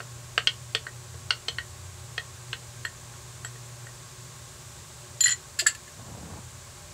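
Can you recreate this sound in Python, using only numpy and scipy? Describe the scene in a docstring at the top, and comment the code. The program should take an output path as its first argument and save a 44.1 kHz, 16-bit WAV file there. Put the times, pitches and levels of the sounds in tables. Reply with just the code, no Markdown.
"""A wooden spoon taps a small hand-held glass bowl in a hard-walled kitchen: woody knocks and a damped ping.
The bowl is then set down and bounces to rest, its rings stopped and restarted by the landings.
Stacked glass bowls clink in short rattles, with one dull counter knock, and something is dragged briefly.
A motor hums (a tone and a lower drone of filtered noise) under steady, coloured air noise and hiss.
One microphone, almost mono: the blows are near, their reflections short, and only some air differs by side."""
import sys
import numpy as np
from scipy import signal
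from scipy.fft import rfft, irfft
from scipy.io import wavfile
from scipy.ndimage import uniform_filter1d

SR = 44100
rng = np.random.default_rng(int(sys.argv[2]) if len(sys.argv) > 2 else 0)


def boost_factor(decibels):
    """Convert a level in decibels to a linear amplitude factor."""
    exponent = np.asarray(decibels, float) / 20
    return 10 ** exponent


def pcm_store(signal):
    """Save signal as 16-bit PCM."""
    levels = np.round(np.clip(np.atleast_2d(signal), -1, 1) * 32767)
    wavfile.write(sys.argv[1], SR, levels.astype(np.int16).T)


N = 305809


def rms_one(x):
    """Scale to an rms of one."""
    return x / np.sqrt(np.mean(x ** 2) + 1e-20)


def in_time(rows):
    """Draw straight lines between rows of (time in s, values)."""
    s, *columns = np.transpose(rows)
    return [np.interp(np.arange(N) / SR, s, column) for column in columns]


def at_hz(points, hz):
    """Read a curve of (Hz, dB), straight over log frequency."""
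    point_hz, point_db = np.array(points)[:, 0], np.array(points)[:, 1]
    return np.interp(np.log(hz), np.log(point_hz), point_db)


def shaped(x, gain):
    """Multiply the spectrum by gain(Hz)."""
    hz = np.maximum(np.arange(N // 2 + 1) * SR / N, 1)
    return irfft(rfft(x) * gain(hz), N)


def band(x, low_hz, high_hz):
    """Pass one band of frequencies."""
    return signal.sosfilt(signal.butter(2, [low_hz, high_hz], "band", fs=SR, output="sos"), x)


def air():
    """Room noise with a few broad resonances, plus a separately coloured hiss that reaches higher."""
    # room noise colour: hz, relative_level_db
    room_colour = [(26, -32), (45, -4.5), (118, -4), (297, -25), (361, -16), (739, -18.5), (1090, -14.5),
                   (2200, -27), (2860, -61), (4840, -120)]
    # broad resonances of the room noise: hz, width_hz, boost_db
    resonances = [(147.7, 29, 8.5), (253, 30, 9), (364, 24, 10), (590, 39, 9.5), (817, 8.3, 10),
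                  (1093, 39, 7), (1580, 40, 8.5)]
    # hiss colour: hz, relative_level_db
    hiss_colour = [(880, -30), (1500, -7), (1690, -5), (1820, -7), (2390, -6), (3240, -7), (3500, -5),
                   (5320, -5.5), (7560, 0), (10600, -13.5), (15400, -19)]
    room_db, hiss_db = -53, -50.5   # rms in 174-1170 Hz, rms in 5700-14000 Hz

    def colour(hz):
        boost_db = sum(db / (1 + (2 * (hz - f) / w) ** 2) for f, w, db in resonances)
        return boost_factor(at_hz(room_colour, hz) + boost_db)

    low = shaped(rng.standard_normal(N), colour)
    high = shaped(rng.standard_normal(N), lambda hz: boost_factor(at_hz(hiss_colour, hz)))
    low = boost_factor(room_db) * low / np.std(band(low, 174, 1170))
    high = boost_factor(hiss_db) * high / np.std(band(high, 5700, 14000))
    return low + high


def hum():
    """A mains tone, part steady and part blurred, with a wavering level, over a drone of narrow noise."""
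    # mains tone before its waver: time_s, level_db
    tone_levels = [(0, -45), (1.2, -47), (2.3, -46), (3.2, -49), (3.7, -47), (4.45, -51), (5.9, -53),
                   (6.12, -44), (6.29, -54), (6.4, -41.5), (6.79, -51.5), (6.93, -65)]
    # lower drone: time_s, level_db
    drone_levels = [(0, -57), (1.05, -53.5), (1.23, -39), (1.43, -65), (1.56, -41.5), (1.8, -44.5),
                    (2.28, -56), (3.2, -51), (3.6, -66), (4.2, -72), (4.55, -51), (4.8, -53), (5.92, -58),
                    (6.12, -45.5), (6.37, -47.5), (6.7, -56), (6.93, -56)]
    tone_hz, drone_hz = 120.5, 87.1
    waver_db, waver_hz = 2, 0.83   # rms depth, corner of the slow noise
    (tone_db,), (drone_db,) = in_time(tone_levels), in_time(drone_levels)
    noise = rng.standard_normal((3, N))
    hz = np.arange(N // 2 + 1) * SR / N
    waver = rms_one(irfft(rfft(noise[2]) / (1 + (hz / waver_hz) ** 2), N))
    blur = rms_one(shaped(noise[0], lambda hz: 1 / (1 + ((hz - tone_hz) / 10.0) ** 2)))
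    steady = np.sin(2 * np.pi * tone_hz * np.arange(N) / SR)
    tone = rms_one(steady + 0.29 * blur)
    drone = rms_one(shaped(noise[1], lambda hz: 1 / (1 + ((hz - drone_hz) / 6.9) ** 2)))
    return boost_factor(tone_db + waver_db * waver) * tone + boost_factor(drone_db) * drone


def drag():
    """Uneven slips on a surface: a lumpy rumble with grit on top that grows along the stroke."""
    # strokes: start_s, length_s, rumble_db, grit_db at the start
    strokes = [(5.967, .42, -44.5, -53), (6.43, 0.02, -64, -58)]
    rise_s, stop_s, grit_growth_db_per_s = 0.031, 0.03, 12
    t, out = np.arange(N) / SR, 0
    slips = (rng.random(N) < 1100 / SR) * rng.standard_normal(N) + 1e-9   # about 1100 slips a second
    rumble = rms_one(band(slips, 66, 213))
    grit = rms_one(band(slips[::-1], 290, 1040))
    for s, length, rumble_db, grit_db in strokes:
        stroke = np.clip(np.minimum((t - s) / rise_s, 1 - (t - s - length) / stop_s), 0, 1)
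        grown_db = grit_db + grit_growth_db_per_s * np.clip(t - s, 0, length)
        out = out + stroke * (boost_factor(rumble_db) * rumble + boost_factor(grown_db) * grit)
    return out


def strikes(times, colours_db, colour_hz, modes, spread_db, detune=0.013, rise_s=0.0012,
            chatter_s=0.01, clack_db=-6, scatter=2.93, stops=None):
    """Each blow is a short chatter of contacts that rings every mode, weighted by its colour and by chance."""
    stop_t60_s = 0.0028   # how fast a ring dies once stopped
    hz, level_db, t60 = np.transpose(modes)[:, :, None]
    t, out = np.arange(SR // 5) / SR, np.zeros(N + SR)
    luck = rng.normal(0, 1, (len(times), 3, len(modes), 1))
    noise = rng.standard_normal((len(times), 2, len(t)))
    swell = (1 - np.exp(-t / rise_s)) ** 2   # a contact of finite length: no needle click
    fine_hz = np.arange(len(t) // 2 + 1) * SR / len(t)
    for k, s in enumerate(times):
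        colour_db = np.interp(np.log(hz), np.log(colour_hz), colours_db[k])
        gain = boost_factor(level_db + colour_db + spread_db * luck[k, 0])
        pitch = hz * (1 + detune * luck[k, 1])   # grip and contact point shift the modes a little
        wave = np.sin(2 * np.pi * pitch * t + scatter * luck[k, 2])
        ring = (gain * boost_factor(-60 * t / t60) * wave).sum(axis=0) * swell
        chatter = noise[k, 0] ** 3 * boost_factor(-60 * t / chatter_s)
        chatter = chatter / np.sqrt(np.sum(chatter ** 2))
        ring += boost_factor(-9.5) * signal.fftconvolve(ring, chatter)[:len(t)]
        # the many small modes between the strong ones blur into a noisy clack
        blur = (gain / (1 + ((fine_hz - hz) / (0.087 * hz)) ** 4)).sum(axis=0)
        clack = irfft(rfft(noise[k, 1]) * blur, len(t)) / np.sqrt(np.mean(blur ** 2))
        clack = clack * np.sqrt(np.sum(gain ** 2))
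        ring += boost_factor(clack_db) * clack * swell * boost_factor(-60 * t / np.median(t60))
        if stops is not None:
            ring *= boost_factor(-60 * np.maximum(s + t - stops[k], 0) / stop_t60_s)
        i = round(s * SR)
        out[i:i + len(t)] += ring
    return out[:N]


def stack(count=5):
    """Each clink is a fading rattle of glass-on-glass contacts of chance colour; one dull counter knock."""
    # clinks: start_s, rattle_length_s, then low_db, mid_db, high_db near 1730, 3600 and 7400 Hz
    rattles = [(5.589, .006, -31, -33, -26), (5.5955, .018, -30, -27, -22.5), (5.663, .005, -23, -37, -58),
               (5.6666, .02, -30, -28, -18), (5.6954, .014, -36, -45, -42),
               (5.7485, .003, -40, -45.5, -41.5), (5.8753, .01, -42.5, -60, -56)]
    # where the colour of a contact is set: hz
    rattle_hz = [1730, 2800, 4500, 7400, 11000]
    # modes of the stacked bowls: hz, relative_level_db, t60_s
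    stack_modes = [(1400, -11.5, 0.066), (1737, -6.5, 0.073), (2080, -8.5, .04), (2440, -13, 0.065),
                   (2736, 1.5, 0.03), (3250, -3, 0.019), (3630, -10, 0.033), (4210, -8, 0.046),
                   (4520, -12, 0.023), (4550, -2.5, 0.03), (5120, -7.5, 0.029), (6050, -16, 0.046),
                   (6260, -32, 0.051), (7070, -12, 0.034), (7350, -1, 0.049), (7470, -5, 0.03),
                   (7810, -5, 0.054), (7860, -18, 0.049), (9040, -13, 0.06), (10800, 2.5, 0.052),
                   (11600, -6, .06), (14570, -17, 0.061), (15090, -11, 0.051)]
    # dull knocks on the counter: start_s, level_db
    knock_rows = [(5.62, -37.5)]
    # modes of the counter: hz, relative_level_db, t60_s
    counter_modes = [(356, 0.5, 0.093), (474, -7, 0.054), (650, 1, 0.05)]
    fade_db, chance_colour_db = 15.5, 4   # loss over a rattle, spread of a contact's colour
    top_db = -17.5   # 11 kHz relative to 7400 Hz
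    s, length, low_db, mid_db, high_db = np.repeat(rattles, count, axis=0).T
    step = np.tile(np.arange(count), len(rattles))
    luck = rng.normal(0, 1, (len(s), 6))
    # place along the rattle, 0 to about 1; the first contact is on time
    along = (step + 0.2 * np.tanh(luck[:, 5]) * (step > 0)) / (count - 1)
    colours_db = np.transpose([low_db, mid_db, mid_db, high_db, high_db + top_db])
    colours_db = colours_db + chance_colour_db * luck[:, :5] - fade_db * along[:, None]
    clinks = strikes(s + along * length, colours_db, rattle_hz, stack_modes, spread_db=2.5,
                     detune=0.0022, rise_s=0.00037, chatter_s=0.0068, clack_db=-2.5)
    knocks = np.array(knock_rows)
    dull = strikes(knocks[:, 0], knocks[:, 1:], [1000], counter_modes, spread_db=5,
                   detune=0, rise_s=0.0028, clack_db=-17)
    return clinks + dull


def bowl_set_down(survives=3):
    """In the air the glass rings clean; landings thud, restart two rings and feed modes that outlast more."""
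    # modes of the free bowl: hz, relative_level_db, t60_s
    free_modes = [(1937, -0.5, 1.5), (4146, 5.5, 0.38), (7090, 5, 0.071), (7340, -24, 0.17),
                  (10680, 0, 0.12), (11500, -13, .4), (14560, -17, .15), (15200, -15, 0.091)]
    # what a bounce thuds on: hz, relative_level_db, t60_s
    base_modes = [(1540, -9, 0.066), (1770, -3, 0.02), (2640, -10.5, 0.013), (3060, -12, 0.027),
                  (3200, -3.5, 0.013), (4500, -7, 0.03), (5400, -20, .04), (5700, -16, 0.034),
                  (6600, -31, .03), (7560, -6, .03), (7600, -20, .03)]
    # a landing can feed or choke a ring, one row each: lowest_mode_db, ring_7_khz_db
    rebounds = [(-28, -10), (-41, -9.5), (-28, -20), (-35, -31), (-37, -32), (-37, -24), (-40, -32),
                (-33, -24), (-39, -18), (-29, -13), (-33, -16), (-45, -28), (-44, -23)]
    set_down_s = 5.2062
    first_flight_s, flight_shrink = 0.032, 0.79   # n-th flight: first_flight_s / n ** flight_shrink
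    thud_first_db, thud_loss_db, settle_db = -24, 0.9, -6   # loss per landing; the last two thuds drop more
    struck_db, restruck_db, restruck_loss_db = -29, -38, 1   # first landing; later ones, loss per landing
    thud_s = 0.0041   # the base holds still this soon after a landing
    n = np.arange(len(rebounds))
    flights = first_flight_s / (n + 1) ** flight_shrink
    touches = set_down_s + np.append(0, np.cumsum(flights))
    s, following, rows = touches[:-1], touches[1:], np.array(rebounds)
    thud_db = thud_first_db - thud_loss_db * n + settle_db * (n >= len(n) - 2)
    lasting_db = np.where(n == 0, struck_db, restruck_db - restruck_loss_db * n)
    low = strikes(s, rows[:, :1], [1000], free_modes[:1], spread_db=4.5, detune=0.0003,
                  rise_s=0.0015, chatter_s=0.0025, clack_db=-18, stops=following)
    # the 7 kHz ring swells slowly after a landing
    bright = strikes(s, rows[:, 1:], [1000], free_modes[2:4], spread_db=2.6, detune=0.0003,
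                     rise_s=0.003, chatter_s=0.0018, clack_db=-18, stops=following)
    # these modes are stopped only by a later landing
    last_touch = touches[np.minimum(n + survives, len(s))]
    lasting = strikes(s, lasting_db[:, None], [1000], free_modes[1:2] + free_modes[4:], spread_db=4.5,
                      detune=0.00056, rise_s=0.00076, chatter_s=0.0042, clack_db=-16, stops=last_touch)
    thuds = strikes(s, thud_db[:, None], [1000], base_modes, spread_db=2.0, detune=0.026,
                    rise_s=0.00017, chatter_s=0.0023, clack_db=2.5, stops=s + thud_s)
    return low + bright + lasting + thuds


def spoon():
    """Short woody knocks, and a damped ping from the glass."""
    # taps on the held bowl: start_s, wood low_db, body_db, tick_db near 500, 1500, 3100 Hz,
    # then glass_low_db up to 4300 Hz and glass_high_db from 7200 Hz
    taps = [(0.003, -27, -37, -45.5, -47, -61), (0.378, -24.5, -19.5, -21.5, -30.5, -36),
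            (0.472, -29.5, -25, -11.5, -30.5, -42), (0.749, -20, -26, -16.5, -33, -30.5),
            (0.867, -38, -34.5, -48.5, -37.5, -59), (1.142, -37, -60, -63, -65, -56),
            (1.306, -25.5, -20, -15.5, -37.5, -54), (1.483, -26.5, -36.5, -19.5, -42, -39),
            (1.584, -46, -27.5, -31, -27, -40), (2.179, -30, -36.5, -26, -29.5, -55),
            (2.53, -33.5, -30, -27, -36, -49), (2.85, -31.5, -31, -37, -23.5, -31),
            (3.138, -53, -52, -64, -50, -55), (3.447, -36, -36, -42.5, -39.5, -29.5),
            (3.558, -38, -65, -61, -54, -57), (3.868, -42, -52, -62, -44.5, -55)]
    # modes of the wooden spoon: hz, relative_level_db, t60_s
    wood_modes = [(460, -14.5, 0.1), (580, -11.5, 0.043), (693, -4.5, 0.029), (1045, -11, 0.04),
                  (1294, -8, 0.025), (1410, 0, 0.015), (1534, -1, 0.036), (2180, -9.5, 0.048),
                  (2555, -29.5, 0.007), (2700, 0, 0.014), (2990, -2.5, 0.016), (3210, -2.5, 0.019),
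                  (3700, -13, 0.02), (4180, -12, 0.022), (4303, -8, 0.023), (4320, 2.5, 0.017),
                  (5204, -4.5, 0.026), (5980, -14, 0.053), (6300, -15, 0.031), (8080, -10.5, 0.016)]
    # modes of the bowl damped by hand and sauce: hz, relative_level_db, t60_s
    glass_modes = [(1853, 9.5, 0.052), (4250, -5.5, 0.076), (7250, -4, 0.044), (7710, 1, 0.061),
                   (11400, -10, 0.034)]
    s, low_db, body_db, tick_db, *glass_db = np.transpose(taps)
    # wood at 4500 Hz is 10 dB below 3100 Hz
    wood_db = np.transpose([low_db, body_db, tick_db, tick_db - 10])
    wood = strikes(s, wood_db, [500, 1500, 3100, 4500], wood_modes, spread_db=0.4, detune=0.018,
                   rise_s=0.00019, chatter_s=0.0084, clack_db=0.2, scatter=0.67)
    ping = strikes(s, np.transpose(glass_db), [4300, 7200], glass_modes, spread_db=1.5, detune=0.0021,
                   rise_s=0.0008, chatter_s=0.0021, clack_db=-24.0)
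    return wood + ping


def kitchen(x):
    """Dense reflections off hard walls: noise that rises within a millisecond or so and dies fast."""
    t60_s = 0.14
    t = np.arange(SR // 2) / SR
    tail = rng.standard_normal(len(t)) * boost_factor(-60 * t / t60_s) * (1 - np.exp(-t / 0.00033))
    tail = band(tail, 160, 8000)
    return signal.fftconvolve(x, tail / np.sqrt(np.sum(tail ** 2)))[:N]


def gain_control(x):
    """Loud blows pull the gain down a little; it creeps back."""
    duck_db, threshold_db, recover_s = 0.5, -17.5, 0.35   # greatest depth, peak level, release constant
    loud = (np.abs(x).max(axis=0) > boost_factor(threshold_db)) * 1.0
    decay = np.exp(-1 / (recover_s * SR))
    held = np.minimum(signal.lfilter([1 / 40], [1, -decay], loud), 1)   # 40 loud samples reach full depth
    return x * boost_factor(-duck_db * uniform_filter1d(held, size=400))


def scene():
    """Near blows and their reflections over drag, hum and air; nearly the same in both channels."""
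    # how far the air differs between the channels: hz, side_gain_db
    side_gain = [(60, -27), (110, -58), (200, -20), (380, -21), (700, -20), (1290, -25), (2380, -18),
                 (4400, -22.5), (8120, -40.5), (15000, -15)]
    near = spoon() + bowl_set_down() + stack()
    reflections = boost_factor(-10) * kitchen(near)
    mid = near + reflections + drag() + hum() + air()
    # a second draw of the air, turned by a quarter cycle
    side = shaped(air(), lambda hz: boost_factor(at_hz(side_gain, hz)) * 1j)
    return np.array([mid + side, mid - side])


def roll_off(x):
    """The treble ends steeply here."""
    return signal.sosfilt(signal.butter(12, 16620, fs=SR, output="sos"), x)


def record(dry):
    """Gain control acts, the microphone drops the deepest bass, and the top is cut steeply."""
    rumble_cut_hz, top_cut_hz = 46, 15700
    levelled = gain_control(dry)
    bass_cut = signal.butter(3, rumble_cut_hz, "high", fs=SR, output="sos")
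    top_cut = signal.ellip(10, 0.5, 30, top_cut_hz, fs=SR, output="sos")
    mix = signal.sosfilt(top_cut, signal.sosfilt(bass_cut, levelled))
    return roll_off(mix)


dry = scene()
out = record(dry)
pcm_store(out)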